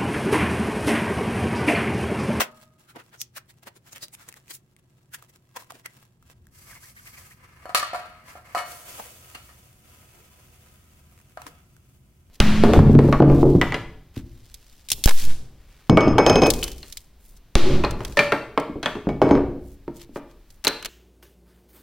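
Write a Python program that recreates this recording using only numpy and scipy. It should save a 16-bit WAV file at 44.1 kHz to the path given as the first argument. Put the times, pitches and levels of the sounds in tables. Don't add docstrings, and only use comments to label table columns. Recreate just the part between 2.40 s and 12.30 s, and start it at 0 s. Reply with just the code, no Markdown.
import sys
import numpy as np
from scipy import signal
from scipy.fft import rfft, irfft, next_fast_len
from scipy.io import wavfile
from scipy.ndimage import uniform_filter1d

SR = 44100
rng = np.random.default_rng(int(sys.argv[2]) if len(sys.argv) > 2 else 0)


def master_out(mix):
    frames = np.transpose(np.atleast_2d(mix))
    ceiling = np.clip(frames, -1, 1)
    pcm = np.round(ceiling * 32767).astype(np.int16)
    wavfile.write(sys.argv[1], SR, pcm)


N = 436590

# frequency in Hz, level in dB, t60 in seconds.
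LID_MODES = [(580, -2, 0.35), (626, -4.5, 1), (712, -1, 0.8), (738, -0.5, 0.4), (999, -5.5, 0.35),
             (1166.5, -2, 0.51), (1265, -3.5, .65), (1372, -7, 0.65), (1772, -2, 0.5), (1910, -10, .7),
             (2160, -7, 0.66), (2292, -7, 0.69), (2537, -8.5, .5), (2933, -3.5, 0.63), (4270, -5, 0.7),
             (4380, -4, .75), (4870, -11, .5)]
KNOCK_EDGES_HZ = [200, 900, 1600, 5000, 16000]
# frequency in Hz, level in dB.
SHELL_SPECTRUM = [(80, -8), (250, -2.5), (900, -2), (2000, -2), (4000, -3), (8000, 2.5), (13000, -1.5),
                  (16000, 0.5)]
SLIDE_SPECTRUM = [(150, -28.5), (400, -10.5), (800, -10), (1200, -4), (2200, -4.5), (3600, -13.5),
                  (11000, -12), (16000, -16.5)]


def amp(db):
    return 10 ** (np.asarray(db) / 20)


def unit(x):
    return x / np.sqrt(np.mean(x ** 2) + 1e-30)


def read(points, hz):
    f, value = np.transpose(points)
    return np.interp(np.log(hz + 1), np.log(f + 1), value)


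def bins(x):
    return np.fft.rfftfreq(x.shape[-1], 1 / SR)


def filtered(x, gain):
    return irfft(rfft(x) * gain, x.shape[-1])


def band(x, lo_hz, hi_hz):
    return filtered(x, (bins(x) >= lo_hz) & (bins(x) < hi_hz))


def add(mix, start_s, sound):
    start = round(start_s * SR)
    sound = sound[:, max(-start, 0):]
    part = mix[:, max(start, 0):][:, :sound.shape[1]]
    part += sound[:, :part.shape[1]]


def wander(shape, span):
    return unit(uniform_filter1d(rng.standard_normal(shape), span))


def noise(size, spectrum, grain_db=0):
    # frequency in Hz, left-right coherence.
    coherence = [(60, 0.99), (290, 0.84), (640, 0.55), (1400, 0.12), (5000, 0)]
    white = rng.standard_normal((2, size))
    grains = np.minimum(rng.exponential(1, size // 16 + 1), 5).repeat(16)[:size]
    left, other = white * amp(grain_db * grains)
    hz = bins(left)
    same = np.clip(read(coherence, hz), 0, 1)
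    right = filtered(left, same) + filtered(other, np.sqrt(1 - same ** 2))
    return unit(filtered(np.array([left, right]), amp(read(spectrum, hz))))


def decay(x, t60_table):
    hz, t, spectra = signal.stft(x, SR, nperseg=256)
    fade = amp(-60 * t / read(t60_table, hz)[:, None])
    return signal.istft(spectra * fade, SR, nperseg=256)[1][:, :x.shape[1]]


def swell(start_s, length_s, rise_s, fade_db_per_s):
    t = np.arange(N) / SR - start_s
    return np.clip(t / rise_s, 0, 1) * amp(-np.clip(fade_db_per_s * (t - length_s), 0, 200))


def ripple(size, depth_db, span_bins):
    return amp(depth_db * wander(size // 2 + 1, span_bins))


def near_lid_mode(hz, width_hz):
    return np.max([1 / (1 + ((hz - f) / width_hz) ** 2) for f, _, _ in LID_MODES], axis=0)


def contact_tone(x, edges_hz, db, tilt_db_per_oct, pitch_hz, lift_db, arch_db, span):
    centres_hz = np.sqrt(np.multiply(edges_hz[:-1], edges_hz[1:]))
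    octaves = np.log2(centres_hz / 2000)
    target_db = db + tilt_db_per_oct * octaves - arch_db * octaves ** 2
    target_db += lift_db * np.exp(-np.log2(centres_hz / pitch_hz) ** 2)
    x = filtered(x, (1 + (212 / (bins(x) + 1)) ** 4) ** -.5)
    for _ in range(2):
        bands = [band(x.mean(0), lo, hi) for lo, hi in zip(edges_hz, edges_hz[1:])]
        peak_db = 10 * np.log10([uniform_filter1d(b ** 2, span).max() for b in bands])
        x = filtered(x, amp(read(np.c_[centres_hz, target_db - peak_db], bins(x))))
    return x


def background(air_db=-63.5, rumble_db=-58, rumble_start_s=3.75, waver_rad=0.4):
    # frequency in Hz, level in dB.
    hum_tones = [(93, -76), (120, -68.5), (133, -70), (361, -77)]
    air_spectrum = [(25, -15.5), (70, -5), (127, 2), (260, -9.5), (360, -14), (860, -23.5), (3000, -34.5),
                    (16000, -40)]
    rumble_spectrum = [(20, -18), (45, -4), (85, 2), (150, -11), (215, -11.5), (400, -32), (900, -90.5)]
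    t, knots_s = np.arange(N) / SR, np.arange(0, 11, 0.125)
    hum = np.zeros(N)
    for hz, db in hum_tones:
        drift = np.interp(t, knots_s, np.cumsum(waver_rad * rng.standard_normal(len(knots_s))))
        hum += amp(db) * np.sqrt(2) * np.sin(2 * np.pi * hz * t + drift)
    air = amp(air_db) * noise(next_fast_len(N), air_spectrum)[:, :N]
    rumble = amp(rumble_db) * noise(next_fast_len(N), rumble_spectrum)[:, :N]
    return hum + air + rumble * np.clip((t - rumble_start_s) / 0.067, 0, 1)


def reflections(x, wet_db=-18):
    tail = noise(16384, [(100, 0), (3000, 0), (16000, -6)])
    tail = decay(tail, [(200, 0.4), (1500, 0.22), (12000, 0.13)])
    tail[:, :130] = 0
    return amp(wet_db) * signal.fftconvolve(x, tail / np.linalg.norm(tail[0]), axes=1)[:, :N]


def from_left(x, lag_samples=5):
    return np.array([x[0], np.pad(x[1], (lag_samples, 0))[:N]])


def grain_stream(body, fizz, spectrum, grain_db, flutter_db, lid_db=0, catches_per_s=11, tick_s=0.00086):
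    grains = noise(next_fast_len(N), spectrum, grain_db)
    hz = bins(grains)
    lid_gain = amp(lid_db * near_lid_mode(hz, width_hz=23))
    grains = filtered(grains, lid_gain * ripple(grains.shape[1], depth_db=2.5, span_bins=N // 700))
    low = filtered(grains, 1 / (1 + (hz / 3500) ** 4))
    high = unit(grains - low)
    low /= band(low, 800, SR).std()
    flutter = unit(uniform_filter1d(wander(N, 900), 500))
    catches = (rng.random(N) < catches_per_s / SR) * rng.uniform(0.3, 0.95, N)
    ticks = amp(3) * signal.lfilter([1], [1, -np.exp(-1 / (tick_s * SR))], catches)
    return (low[:, :N] * body + high[:, :N] * fizz) * (amp(flutter_db * flutter) + ticks)


def glove_rustle(rise_s=0.015, fade_db_per_s=308):
    # start in seconds, length in seconds, level in dB.
    grips = [(.14, 0.092, -62), (.375, 0.1, -65.5), (.63, 0.053, -68.5), (1.16, 0.015, -63.5),
             (1.22, 0.012, -60), (1.44, 0.16, -68.5), (1.76, 0.22, -64.5), (2.0, 0.097, -69.5),
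             (2.78, 0.045, -61.5), (2.92, 0.039, -66), (3.22, 0.17, -66), (3.48, .15, -63),
             (3.85, 0.082, -64.5)]
    handling = (0.0023, 4.4, -77.5)
    rubs = [amp(db) * swell(s, length_s, rise_s, fade_db_per_s) for s, length_s, db in grips + [handling]]
    rub = np.max(rubs, axis=0)
    return grain_stream(rub, rub * amp(1), SHELL_SPECTRUM, grain_db=4.2, flutter_db=4)


def glove_creaks(slips_per_s=85, slip_t60_s=0.014):
    # start in seconds, length in seconds, level in dB.
    runs = [(8.26, .026, -53), (8.714, .026, -56), (8.778, .042, -50), (8.897, .033, -55)]
    out, t = np.zeros((2, N)), np.arange(1024) / SR
    for start_s, length_s, db in runs:
        envelope = amp(db - 60 * t / slip_t60_s)
        for slip_s in np.arange(start_s, start_s + length_s, 1 / slips_per_s):
            add(out, slip_s + rng.normal(0, 0.00055), envelope * noise(len(t), SLIDE_SPECTRUM))
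    return out


def glove_squeaks(gain_db=2.5, jitter=0.3, roughness=0.5, octave_db=-18):
    # start in seconds, length in seconds, relative level in dB, start and end pitch in Hz.
    glides = [(4.294, 0.051, -52, 2246, 1450), (4.35, 0.034, -52, 2133, 2140),
              (4.357, .022, -57, 1346, 800), (4.426, 0.0363, -56, 1500, 2024),
              (4.56, 0.027, -50, 1247, 2500), (4.583, .022, -50.5, 2057, 1300),
              (4.657, 0.018, -51, 1300, 2900), (4.664, .027, -48, 2820, 1314),
              (4.73, 0.028, -53, 2020, 2480), (4.766, 0.025, -51, 2674, 1880),
              (4.907, 0.027, -51, 1700, 2510)]
    out = np.zeros((2, N))
    for start_s, length_s, db, start_hz, end_hz in glides:
        size = round(length_s * SR)
        hz = np.linspace(start_hz, end_hz, size) * (1 + jitter * rng.standard_normal(size))
        phase = 2 * np.pi * np.cumsum(hz) / SR + rng.uniform(-1.3, 1, (2, 1))
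        tone = np.sin(phase) + amp(octave_db) * np.sin(2 * phase)
        grip = 1 + roughness * wander(size, 40)
        add(out, start_s, amp(db) * tone * grip * signal.windows.tukey(size))
    return amp(gain_db) * out


def powder_slides(rise_s=0.058, fade_db_per_s=121):
    # start in seconds, length in seconds, body in dB, fizz in dB.
    surges = [(4.105, 0.21, -63.5, -54.5), (4.234, .11, -56.5, -51), (4.38, 0.055, -56.5, -47.5),
              (4.527, .08, -61, -51.5), (4.619, 0.035, -55, -47), (4.689, 0.18, -56.5, -51.5),
              (4.95, 0.82, -56.5, -64), (5.827, 0.086, -50, -53), (6.022, 0.16, -53, -59)]
    envelopes = [amp(db)[:, None] * swell(s, length_s, rise_s, fade_db_per_s)
                 for s, length_s, *db in surges]
    body, fizz = np.max(envelopes, axis=0)
    return grain_stream(body, fizz, SLIDE_SPECTRUM, grain_db=1.5, flutter_db=1.96)


def powder_spills(rise_s=0.045, heap_damping=1.07):
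    # start in seconds, length in seconds, fizz fade in dB per second, body in dB, fizz in dB.
    pours = [(6.24, 0.1, 49, -53, -44), (6.42, 0.21, 52, -50.5, -44), (6.78, 0.14, 19, -58.5, -52.5),
             (7.41, 0.32, 6, -62, -58), (8.96, 0.11, 62, -58, -59.5), (9.42, 0.1, 15, -77, -67)]
    # frequency in Hz, level in dB.
    spectrum = [(150, -11), (360, 2.5), (700, -0.5), (950, -4), (1250, 0.5), (1800, -3), (2700, 1),
                (4300, -4), (7000, 0), (16000, -2.5)]
    body, fizz = np.zeros((2, N))
    for start_s, length_s, fade, body_db, fizz_db in pours:
        body = np.maximum(body, amp(body_db) * swell(start_s, length_s, rise_s, fade * heap_damping))
        fizz = np.maximum(fizz, amp(fizz_db) * swell(start_s, length_s, rise_s, fade))
    return grain_stream(body, fizz, spectrum, grain_db=1.8, flutter_db=1, lid_db=4.5)


def rack_ring(start_s=0.0052, level_db=-48.5, beat_hz=22, neighbour_db=-3):
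    # frequency in Hz, relative level in dB, t60 in seconds.
    modes = [(235, -7.5, 1.4), (630, -2, 1), (905, -1, 0.5), (1260, -5.5, 1.2), (2550, -22.5, .7)]
    out, t = np.zeros((2, N)), np.arange(SR) / SR
    for hz, db, t60_s in modes:
        for wire_hz, wire_db in (hz, db), (hz - beat_hz, db + neighbour_db):
            phase = 2 * np.pi * wire_hz * t + rng.uniform(-1.1, 1, (2, 1)) * hz / 1500
            add(out, start_s, amp(level_db + wire_db - 60 * t / t60_s) * np.sin(phase))
    return out


def shell_scrapes(relative_width=0.15):
    # centre in seconds, strength in dB, tilt in dB per octave, length in seconds,
    # resonance in Hz, its height in dB.
    strokes = [(.012, -26.5, 0, 0.051, 2700, 1.5), (0.502, -61, 2, 0.047, 1420, 12),
               (.566, -49.5, -3.5, 0.024, 350, 4), (0.598, -54, -2, 0.048, 1370, 7),
               (.744, -57.5, -0.5, 0.043, 1500, 4.5), (0.815, -49.5, 3, 0.035, 5970, 16.5),
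               (0.973, -44, 2, .03, 1220, 3), (1.103, -62, 3, 0.032, 1960, 2),
               (1.277, -47, -0.5, .024, 980, 1), (1.367, -59.5, 1.5, 0.03, 397, 11),
               (1.48, -61.5, 2, 0.063, 1500, 6), (1.53, -50.5, 1, 0.022, 6500, 7.5),
               (1.565, -51, 0.6, 0.038, 3000, 5), (1.635, -44, 1.5, 0.033, 4700, 12),
               (1.741, -53, 2, 0.027, 9700, 7), (1.818, -61, 2, 0.084, 1450, 8.5),
               (1.89, -52.5, 2.5, 0.011, 9600, 3.5), (1.972, -57.5, 1.5, 0.027, 2580, 0),
               (2.11, -45.5, 2.5, 0.031, 4200, 5), (2.146, -57, 7, 0.047, 10080, -0.5),
               (2.746, -46.5, 4, 0.026, 1520, 11.5), (2.898, -66, 3, 0.027, 8000, -1.5),
               (3.169, -41.5, 0, 0.02, 990, 10), (3.201, -54.5, 1, 0.065, 1400, -3),
               (3.307, -50.5, -0.5, 0.016, 1180, 9), (3.353, -56, -0.5, 0.042, 1190, -9),
               (3.46, -48, 0, 0.02, 2050, 9), (6.6, -46, -2, 0.025, 810, 11.5),
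               (6.953, -47, 0, 0.014, 1820, 4), (7.78, -71.5, -1, 0.37, 415, 16),
               (9.078, -52.5, 1, 0.037, 302, 14.5)]
    edges_hz = [250, 1000, 4000, 16000]
    out, t = np.zeros((2, N)), np.arange(-6144, 6144) / SR
    for centre_s, db, tilt, length_s, hz, height_db in strokes:
        envelope = (1 + (2 * t / length_s) ** 2) ** -2 * signal.windows.hann(len(t))
        slips = noise(len(t), SHELL_SPECTRUM, grain_db=2)
        slips = envelope * filtered(slips, ripple(len(t), depth_db=2, span_bins=70))
        scrape = contact_tone(slips, edges_hz, db, tilt, hz, lift_db=2, arch_db=0.54, span=400)
        ratio = bins(t) / hz
        peak = 1 / (1 + ((ratio - 1) / relative_width) ** 2)
        low_shelf = 0.42 / (1 + (ratio / 0.56) ** 8)
        add(out, centre_s + t[0], filtered(scrape, amp(height_db * (peak - low_shelf))))
    return out


def metal_ticks(t60_cycles=15, click_t60_s=0.006):
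    # start in seconds, peak in dB, ring frequency in Hz.
    ticks = [(.56, -40, 1300), (.8157, -12, 6000), (.8205, -24, 6000), (0.981, -24.5, 1600),
             (1.271, -34.5, 950), (1.5608, -30, 2200), (1.581, -31, 3000), (1.683, -34, 4000),
             (1.75, -29, 2500), (1.888, -27.5, 1800), (1.926, -33, 2500), (1.941, -33, 2000),
             (2.081, -38, 2500), (2.365, -40.5, 2210), (2.738, -35, 1546), (2.825, -31, 1210),
             (3.1628, -27, 950), (3.223, -35, 1000), (3.306, -28.5, 1170), (3.321, -31, 700),
             (3.4605, -21, 2073), (3.826, -44.5, 1290), (4.069, -42.5, 1690), (4.923, -42, 13500),
             (6.901, -35, 2500), (9.0185, -30.5, 1210), (9.366, -43, 1500)]
    out, t = np.zeros((2, N)), np.arange(1024) / SR
    for start_s, peak_db, hz in ticks:
        ring = np.sin(2 * np.pi * hz * t + rng.uniform(0.26, 1, (2, 1))) * amp(-60 * hz * t / t60_cycles)
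        click = noise(len(t), SHELL_SPECTRUM) * amp(-60 * t / click_t60_s)
        highpass = signal.butter(2, min(hz / 2, 3000), "high", fs=SR)
        tick = signal.lfilter(*highpass, ring + click)
        add(out, start_s, amp(peak_db) * tick / abs(tick.mean(0)).max())
    return out


def lid_ring(t, spot_hz, detune=0.004, wobble=0.004, focus_db=7, settle_db=6, settle_s=0.04):
    hz, db, t60_s = np.transpose(LID_MODES)[:, :, None]
    hz = hz * (1 + detune * rng.standard_normal(hz.shape))
    octaves_off = np.minimum(abs(np.log2(hz / spot_hz)), 1)
    strike = amp(db - focus_db * octaves_off + rng.standard_normal(db.shape))
    rocking_s = wobble * np.cumsum(wander((len(hz), len(t)), 700), axis=1) / SR
    settling_db = settle_db * (np.exp(-t / settle_s) - 1)
    rings = strike * amp(settling_db - 60 * t / t60_s) * np.exp(2j * np.pi * hz * (t + rocking_s))
    mic_rad = rng.standard_normal((2, len(hz))) * np.clip(hz.T / 2400, 0, 3)
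    return (np.exp(1j * mic_rad) @ rings).imag


def knock(t, ring_db, spot_hz, metal_gain, swing_t60_s=0.11, chatter_t60_s=0.26, crack_t60_s=0.019):
    # frequency in Hz, level in dB.
    spectrum = [(100, -29.5), (300, -8), (550, -1), (1300, 1.5), (1700, -4), (6000, -14.5), (11000, -17.5),
                (16000, -27.5)]
    # frequency in Hz, t60 in seconds.
    clang_t60 = [(700, 0.82), (2500, 1), (6000, 0.52), (15000, 0.11)]
    swing = amp(-2.5 + min(ring_db, 0) - 60 * t / swing_t60_s)
    modes = (swing + amp(-11 + 1.2 * ring_db)) * lid_ring(t, spot_hz)
    clang = amp(-18) * decay(filtered(noise(len(t), spectrum), metal_gain), clang_t60)
    bounces_db = 4 * np.tanh(wander(len(t), 300))
    chatter = filtered(noise(len(t), spectrum), metal_gain)
    chatter *= amp(-8.5 + bounces_db - 60 * t / chatter_t60_s)
    crack = amp(1.5 - 60 * t / crack_t60_s) * noise(len(t), spectrum)
    spot_t60_s = 0.066 * amp(0.67 * min(ring_db, 0))
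    mic_rad = min((spot_hz / 1400) ** 2, 0.7) * np.array([[-1], [1]])
    attack = 1 - np.exp(-t / 0.0027)
    clonk = attack * amp(6 - 60 * t / spot_t60_s) * np.sin(2 * np.pi * spot_hz * t + mic_rad)
    return (crack + clonk + modes + amp(ring_db) * (clang + chatter)) * (t > 0)


def lid_knocks(left_db=0.63, cluster_db=4.2):
    # start in seconds, strength in dB, tilt in dB per octave, free ringing in dB,
    # pitch of the struck spot in Hz, lift of that pitch in dB.
    blows = [(.006, -32, 2, -24, 1380, 9), (.017, -39.5, -1.5, -29.5, 660, 7),
             (5.256, -47.5, -3.5, -0.5, 650, 6.5), (5.2935, -47, -3, 3, 680, 8.5),
             (5.3476, -23, 0.8, 3.5, 1204, 6), (5.392, -46, 0, -10, 1150, 12),
             (5.429, -38.5, -1.5, -1, 1195, 13.5), (5.533, -41.5, -3.5, 2, 700, 10.5),
             (5.546, -41, -2.5, 14.5, 720, 10), (5.657, -56, -3, 3, 1294, 9), (5.954, -58, -5, 11, 680, 11),
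             (6.149, -34.5, -2, -1, 710, 10), (6.155, -40, -1.5, 6, 1270, 10.5),
             (6.169, -38, -2.5, 10, 715, 8), (6.178, -39.5, 0, 12.5, 2190, 8.5),
             (6.949, -51, -1.5, 4, 2760, 8), (7.092, -60.5, -1, 4, 1820, 7), (8.973, -49, -3, -10, 654, 11),
             (9.018, -53.5, 0.5, -21, 1220, 8), (9.066, -46.5, 0.5, -34, 1090, 5.5)]
    out, t = np.zeros((2, N)), np.arange(-400, 35600) / SR
    cluster = amp(cluster_db * near_lid_mode(bins(t), width_hz=20))
    metal_gain = unit(ripple(len(t), depth_db=2.5, span_bins=45) * cluster)
    for start_s, db, tilt, ring_db, spot_hz, lift_db in blows:
        blow = knock(np.maximum(t, 0), ring_db, spot_hz, metal_gain)
        blow = contact_tone(blow, KNOCK_EDGES_HZ, db, tilt, spot_hz, lift_db, arch_db=0.39, span=220)
        add(out, start_s + t[0], blow)
    return amp([[left_db], [-left_db]]) * out


def scene():
    near = lid_knocks() + rack_ring()
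    near += from_left(shell_scrapes() + metal_ticks() + glove_squeaks() + glove_rustle())
    near += glove_creaks() + powder_slides() + powder_spills()
    return near + reflections(near) + background()


def record(dry):
    lowpass = signal.firwin(511, 16050, window=("kaiser", 9), fs=SR)
    return signal.oaconvolve(np.clip(dry, -1, 1), lowpass[None], "same")


dry = scene()
out = record(dry)
master_out(out)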